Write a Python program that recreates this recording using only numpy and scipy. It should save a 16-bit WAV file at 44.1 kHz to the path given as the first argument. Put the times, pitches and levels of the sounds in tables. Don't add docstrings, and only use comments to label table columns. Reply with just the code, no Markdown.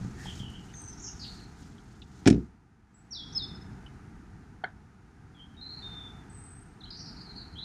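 import sys
import numpy as np
from scipy import signal
from scipy.fft import rfft, irfft
from scipy.io import wavfile

SR = 44100
rng = np.random.default_rng(int(sys.argv[2]) if len(sys.argv) > 2 else 0)


def inscribe(sig):
    pcm = np.round(np.clip(np.atleast_2d(sig).T, -1, 1) * 32767)
    wavfile.write(sys.argv[1], SR, pcm.astype(np.int16))


N = 337273
T = np.arange(N) / SR

# start_s, thud_level_db, latch_clack_level_db
DOOR_IMPACTS = [(2.2577, -42.5, -25.5), (2.264, -14.5, -25), (2.2719, -15.5, -23.5), (2.275, -16, -16.5),
                (2.282, -11.5, -29.5), (2.3011, -26.5, -27.5), (2.309, -14.5, -37)]
# pitch_hz, relative_level_db, t60_s
DOOR_RESONANCES = [(64.3, -11.5, 0.33), (98.3, -22, 0.43), (152.3, -12.5, 0.22), (193.2, -6, 0.28),
                   (221, -3, 0.22), (261.6, 2.5, 0.12), (288, -6, 0.15), (322.6, 1.5, 0.099),
                   (349, -9, 0.22), (387, -2.5, 0.15), (432, -21.5, 0.27), (594, -19, 0.08),
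                   (686, -15, 0.086), (840, -20, .1)]
# frequency_hz, relative_level_db
LATCH_SPECTRUM = [(320, -33), (550, -10), (727, 8), (1070, -21), (1380, -5.5), (2130, -7), (2350, -4),
                  (3190, -11), (3720, -10), (4850, -13.5), (5280, -7), (6330, -11.5), (9750, -20.5),
                  (15500, -49)]
# frequency_hz, relative_level_db
CABIN_SPECTRUM = [(35, -12.5), (65, -11.5), (100, -4.5), (150, 3.5), (230, 3.5), (320, -4), (400, -9.5),
                  (470, -12.5), (560, -39), (700, -27), (1200, -49.5)]
LATCH_S, LATCH_SPAN_S, LATCH_BRIGHT_HZ, SEAL_BRIGHT_HZ = 2.288, 0.014, 17740, 5500
ROCK_S, ROCK_PERIOD_S = 2.327, 0.0172
ROCK_THUD_DB, ROCK_CLACK_DB, THUD_LOSS_DB, CLACK_LOSS_DB = -22.5, -37, 2, 9.5

KNOCK_S = 4.637
# pitch_hz, level_db, t60_s, delay_s
KNOCK_RESONANCES = [(410, -34.5, 0.046, 0.0031), (754, -18.5, 0.025, 0.00036), (1484, -21.5, 0.027, .0035),
                    (1690, -24, 0.024, .0035), (2104, -26.5, 0.032, .005), (3180, -15.5, 0.0067, .003),
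                    (4310, -32, 0.017, 0.0039)]
# frequency_hz, relative_level_db
KNOCK_RATTLE_SPECTRUM = [(350, -25), (750, 6), (1100, -7), (1500, 7.5), (2150, -7), (2550, -32),
                         (3200, -16), (4400, -27), (5000, -38)]
# start_s, centre_hz, level_db, t60_s
SHARP_TICKS = [(.257, 865, -43, 0.033), (0.739, 1843, -41.5, 0.025), (0.742, 3600, -52, 0.013),
               (.818, 8900, -41.5, .015), (1.782, 3150, -51.5, 0.034), (2.018, 3600, -46, 0.057),
               (2.023, 2817, -47, 0.024), (3.862, 3000, -50.5, 0.071)]
# start_s, level_db
HANDLING_BUMPS = [(0.012, -30), (.048, -26.5), (.268, -34), (0.403, -32.5), (0.433, -34)]

# start_s, high_part_s, low_part_s, start_hz, high_hz, jump_hz, low_hz,
# high_level_db, low_level_db, warble_decay_s, relative_echo_db
NEAR_CALLS = [(3.107, .025, .11, 5980, 5300, 30.5, 3276, -33, -39.5, 0.039, -4.5),
              (3.348, 0.032, 0.075, 5290, 5130, 653, 3453, -22.5, -35, 0.018, -10.5)]
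SWELL_DB, SWELL_S, BREAK_S, LOW_FADE_DB_PER_S = 17.5, 0.037, 0.0025, 51
JUMP_S, DROP_S, WARBLE_HZ, WARBLE_DEPTH_HZ = 0.0059, 0.025, 57, 520

# start_s, length_s, start_hz, end_hz, relative_level_db, nominal_quaver_depth_hz
TREE_WHISTLES = [(.252, 0.084, 3270, 3035, -44.5, 200), (0.394, 0.099, 3200, 2885, -47.5, 185),
                 (0.533, 0.035, 2970, 3040, -50, 185), (0.737, 0.16, 6344, 6100, -47.5, 120),
                 (.759, 0.139, 8350, 8280, -58.5, 160), (2.942, 0.043, 7710, 7820, -60.5, 40),
                 (5.346, 0.048, 3420, 3080, -60.5, 45), (5.394, 0.034, 3046, 3270, -49.5, 45),
                 (5.567, 0.055, 3750, 3870, -53.5, 45), (5.611, 0.0594, 4156, 4040, -40.5, 60),
                 (5.664, 0.14, 4163, 4253, -45, 148.6), (5.821, 0.26, 3648, 3530, -45.5, 45),
                 (6.297, .29, 8080, 8210, -54.5, 110), (6.578, .06, 8460, 8750, -66, 80)]
# start_s, start_hz, end_hz, relative_level_db
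BIRD_CHIPS = [(1.078, 3150, 2620, -55.5), (1.239, 4040, 2570, -47), (3.323, 5050, 6350, -46),
              (6.806, 4310, 3340, -48), (6.835, 3790, 4310, -41.5), (6.853, 2930, 3400, -51)]
CHIP_S = 0.014
# start_s, start_hz, end_hz, relative_level_db
TRILL_SYLLABLES = [(0.884, 5900, 5700, -56.5), (.975, 5890, 6900, -48), (1.029, 6080, 5920, -42),
                   (1.194, 4960, 4040, -41), (1.262, 4270, 4390, -48.5), (1.405, 4370, 4130, -58),
                   (6.904, 4500, 4620, -45.5), (6.97, 5110, 5100, -47.5), (7.052, 4970, 4610, -48),
                   (7.159, 4500, 4500, -47.5), (7.261, 4270, 4120, -47.5), (7.359, 4470, 4114, -45.5),
                   (7.555, 3086, 3810, -45), (7.584, 3884, 4110, -40)]
TRILL_S, TRILL_NARROW_HZ, TRILL_WIDE_HZ = 0.064, 110, 824
WIDEN_FROM_HZ, WIDEN_TO_HZ = 4100, 4910

# frequency_hz, relative_level_db
CLOTH_SPECTRUM = [(410, -35.5), (700, -8), (940, -16.5), (1060, -29.5), (1780, -15), (2940, -12),
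                  (6690, -8.5), (13500, -33), (15000, -30.5)]
# middle_s, half_length_s, level_db
JACKET_SCRAPES = [(0.26, 0.064, -54.5), (0.378, 0.039, -56), (0.68, 0.031, -76), (1.323, 0.092, -62.5),
                  (1.64, 0.045, -66.5), (2.188, 0.062, -72)]
SLIDE_DB, SLIDE_FADE_DB_PER_S, SLIDE_END_S = -61.5, 4, 2.5
SCUFF_S, SCUFF_HALF_S, SCUFF_HZ, SCUFF_DB = 0.24, 0.08, 1830, -53.5

# time_s, hiss_level_db, rumble_level_db
BACKGROUND_LEVEL = [(0.0, -56, -46), (0.4, -58, -45), (0.68, -59, -49.5), (1.28, -58.5, -48.5),
                    (2.06, -64, -53), (2.32, -60, -50.5), (2.58, -70.5, -60.5), (2.85, -71.5, -63.5),
                    (3.17, -63.5, -54), (3.34, -58.5, -47.5), (3.51, -57.5, -46.5), (4.96, -66, -56.5),
                    (5.62, -62.5, -53.5), (5.88, -56, -49), (6.71, -62, -52.5), (7.2, -57.5, -50),
                    (7.65, -59.5, -51)]
# frequency_hz, relative_level_db
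RUMBLE_SPECTRUM = [(15, -37), (25, -9.5), (65, -0.5), (208, -4.5), (247, -8), (300, -9.5), (346, -15),
                   (410, -15), (443, -21.5), (498, -26), (560, -43), (730, -69), (1230, -120)]
# frequency_hz, relative_level_db
HISS_SPECTRUM = [(280, -43.5), (480, -4.5), (546, -18), (631, -8), (688, -5), (750, -1), (931, -2.5),
                 (1110, -10), (1210, -3), (1480, -3.5), (3310, -21.5), (6700, -21.5), (7960, -28),
                 (9190, -26.5), (15000, -47.5)]
TOP_HZ = 15300


def door():
    panel = sum(ring(hz, db, t60) for hz, db, t60 in DOOR_RESONANCES)
    push = T[:SR] * np.exp(-T[:SR] / 0.0005)
    panel = signal.fftconvolve(panel, push / push.sum())[:SR]
    thuds, clacks = np.zeros(N), np.zeros(N)
    for s, thud_db, clack_db in DOOR_IMPACTS + rocking():
        cabin = noise(CABIN_SPECTRUM, size=SR) * fade(0.25) * (1 - fade(0.008)) ** 2
        add(thuds, s, undb(thud_db) * (panel + undb(-8.5) * cabin))
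        crack_and_jangle = fade(0.032) + undb(-19.5) * fade(0.14)
        clack = noise(LATCH_SPECTRUM, size=SR) * crack_and_jangle * (1 - fade(0.0016))
        snap = np.exp(-((s - LATCH_S) / LATCH_SPAN_S) ** 2)
        bright_hz = SEAL_BRIGHT_HZ + (LATCH_BRIGHT_HZ - SEAL_BRIGHT_HZ) * snap
        add(clacks, s, undb(clack_db) * cut(clack, bright_hz, "low", order=4))
    slam = cut(thuds, 68, "high", order=3) + clacks
    echo = trees(thuds / 2 + 2 * clacks, t60=0.21, gap_s=0.04, patchy_db=3.5, treble_t60=0.6)
    return slam + undb(-39.5) * echo


def rocking(count=4):
    return [(ROCK_S + k * ROCK_PERIOD_S, ROCK_THUD_DB - k * THUD_LOSS_DB, ROCK_CLACK_DB - k * CLACK_LOSS_DB)
            for k in range(count)]


def knocks():
    out = np.zeros(N)
    for hz, db, t60, delay in KNOCK_RESONANCES:
        onset = 1 - np.exp(-(T[:SR] / 0.0019) ** 2)
        add(out, KNOCK_S + delay, ring(hz, db, t60) * onset)
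    rattle = noise(KNOCK_RATTLE_SPECTRUM, size=SR) * fade(0.17) * (1 - fade(0.015))
    add(out, KNOCK_S, undb(-36) * rattle)
    for s, hz, db, t60 in SHARP_TICKS:
        tick = noise([(hz * 0.89, -20), (hz, 0), (hz * 1.16, -20)], size=SR)
        add(out, s, undb(db) * tick * fade(t60) * (1 - fade(0.0033)))
    for s, db in HANDLING_BUMPS:
        bump = ring(121.7, db, 0.19) + ring(181.5, db - 3.0, 0.2)
        add(out, s, bump * (1 - fade(0.0035)))
    return out


def near_bird():
    out = np.zeros(N)
    for (s, high_s, low_s, start_hz, high_hz, jump_hz, low_hz,
         high_db, low_db, warble_s, echo_db) in NEAR_CALLS:
        t = T[:int((high_s + low_s) * SR)]
        fall = np.maximum(t - high_s, 0)
        sag = (start_hz - high_hz) * np.maximum(1 - t / high_s, 0)
        jump = jump_hz * np.exp(-(fall / JUMP_S) ** 2)
        drop = (high_hz - jump_hz - low_hz) * np.exp(-fall / DROP_S)
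        warble = WARBLE_DEPTH_HZ * np.sin(2 * np.pi * WARBLE_HZ * fall) * np.exp(-fall / warble_s)
        pitch = low_hz + sag + jump + drop - warble
        db = low_db + (high_db - low_db) * np.exp(-fall / BREAK_S) - LOW_FADE_DB_PER_S * fall
        db = db - SWELL_DB * np.maximum(1 - t / SWELL_S, 0) ** 2
        edge = np.minimum(np.minimum(t, t[-1] - t) / 0.0026, 1)
        song = np.zeros(N)
        add(song, s, edge * undb(db) * tone(pitch))
        echo = trees(song, t60=0.58, gap_s=0.006, patchy_db=4.5, treble_t60=0.3)
        out += song + undb(echo_db) * echo
    return out


def far_birds():
    song = np.zeros(N)
    for s, length, start_hz, end_hz, db, depth in TREE_WHISTLES:
        add(song, s, note(np.linspace(start_hz, end_hz, int(length * SR)), db, depth))
    for s, start_hz, end_hz, db in BIRD_CHIPS:
        add(song, s, note(np.linspace(start_hz, end_hz, int(CHIP_S * SR)), db, 0))
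    for s, start_hz, end_hz, db in TRILL_SYLLABLES:
        pitch = np.linspace(start_hz, end_hz, int(TRILL_S * SR))
        depth = np.interp(pitch.mean(), [WIDEN_FROM_HZ, WIDEN_TO_HZ], [TRILL_NARROW_HZ, TRILL_WIDE_HZ])
        add(song, s, note(pitch, db, depth))
    blur = trees(song, t60=0.16, gap_s=0.0031, patchy_db=5)
    tail = trees(song, t60=0.36, gap_s=0.031, patchy_db=10.5)
    return undb(-2.5) * song + undb(-6.5) * blur + undb(-5) * tail


def jacket(grain_db=2.5, scrape_db=2.6, edges_hz=(2500, 4500, 7500)):
    def catches():
        return unit(undb(grain_db * walk(350) + scrape_db * walk(70)))

    rest, rub = noise(CLOTH_SPECTRUM), 0
    for hz in edges_hz:
        band = cut(cut(rest, hz, "low")[::-1], hz, "low")[::-1]
        rub = rub + band * catches()
        rest = rest - band
    rub = rub + rest * catches()
    slide = undb(SLIDE_DB - SLIDE_FADE_DB_PER_S * T) * np.clip((SLIDE_END_S - T) / 0.1, 0, 1)
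    scrapes = sum(swell(*scrape) for scrape in JACKET_SCRAPES)
    scuff = noise([(SCUFF_HZ * 0.79, -14), (SCUFF_HZ, 0), (SCUFF_HZ * 1.18, -14)])
    scuff = scuff * undb(grain_db * walk(117.5))
    return rub * (slide + scrapes) + scuff * swell(SCUFF_S, SCUFF_HALF_S, SCUFF_DB)


def outdoors(rumble_db=2.0, hiss_db=0.5):
    s, hiss_level, rumble_level = np.transpose(BACKGROUND_LEVEL)
    rumble_gain = undb(rumble_db + np.interp(T, s, rumble_level) + 0.56 * walk(11))
    hiss_gain = undb(hiss_db + np.interp(T, s, hiss_level) + 0.2 * walk(5))
    return noise(RUMBLE_SPECTRUM) * rumble_gain + noise(HISS_SPECTRUM) * hiss_gain


def trees(x, t60, gap_s, patchy_db, treble_t60=0.29):
    build_up = 1 - np.exp(-T[:SR] / gap_s)
    scatter = rng.standard_normal(SR) * undb(patchy_db * walk(150, size=SR)) * build_up
    low = cut(scatter, 6000, "low") * fade(t60)
    high = cut(scatter, 6000, "high") * fade(min(t60, treble_t60))
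    echo = low - high
    return signal.fftconvolve(x, echo / np.linalg.norm(echo))[:N]


def note(pitch, db, depth, trill_hz=190, waver=0.0038, edge_s=0.0026):
    n = len(pitch)
    trill = tone(trill_hz * undb(4 * walk(250, size=n)))
    uneven_depth = depth * undb(1.7 * walk(146, size=n) - 2.0)
    hz = pitch * (1 + waver * walk(196.0, size=n)) + uneven_depth * trill
    edge = np.minimum(np.minimum(T[:n], T[n - 1] - T[:n]) / edge_s, 1)
    flutter_db = 5.7 * depth / (abs(depth) + 130)
    return np.sin(np.pi / 2 * edge) * undb(db + flutter_db * walk(111.5, size=n)) * tone(hz)


def ring(hz, db, t60):
    return undb(db) * np.sin(2 * np.pi * hz * T[:SR]) * fade(t60)


def tone(hz):
    return np.sin(2 * np.pi * np.cumsum(hz) / SR)


def noise(spectrum, size=N):
    hz, db = np.transpose(spectrum)
    f = np.maximum(np.fft.rfftfreq(size, 1 / SR), 1)
    gain = undb(np.interp(np.log(f), np.log(hz), db))
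    gain = gain * np.minimum(f / hz[0], 1) ** 3 * np.minimum(hz[-1] / f, 1) ** 6
    return unit(irfft(rfft(rng.standard_normal(size)) * gain, size))


def walk(rate, size=N):
    return np.interp(T[:size] * rate, np.arange(4000), rng.standard_normal(4000))


def swell(s, half_s, db):
    return undb(db) * np.exp(-((T - s) / half_s) ** 2)


def fade(t60):
    return np.exp(-np.log(1000) * T[:SR] / t60)


def cut(x, hz, kind, order=2):
    sos = signal.butter(order, min(hz, 0.45 * SR), kind, fs=SR, output="sos")
    return signal.sosfilt(sos, x)


def undb(db):
    return 10 ** (np.asarray(db) / 20)


def unit(x):
    return x / np.sqrt(np.mean(x ** 2))


def add(out, s, x):
    i = max(int(s * SR), 0)
    out[i:i + len(x)] += x[:N - i]


def scene():
    return (door() + knocks() + near_bird() + far_birds() + jacket() + outdoors())[None]


def record(dry):
    return signal.sosfilt(signal.ellip(10, 0.2, 70, TOP_HZ, fs=SR, output="sos"), dry)


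dry = scene()
out = record(dry)
inscribe(out)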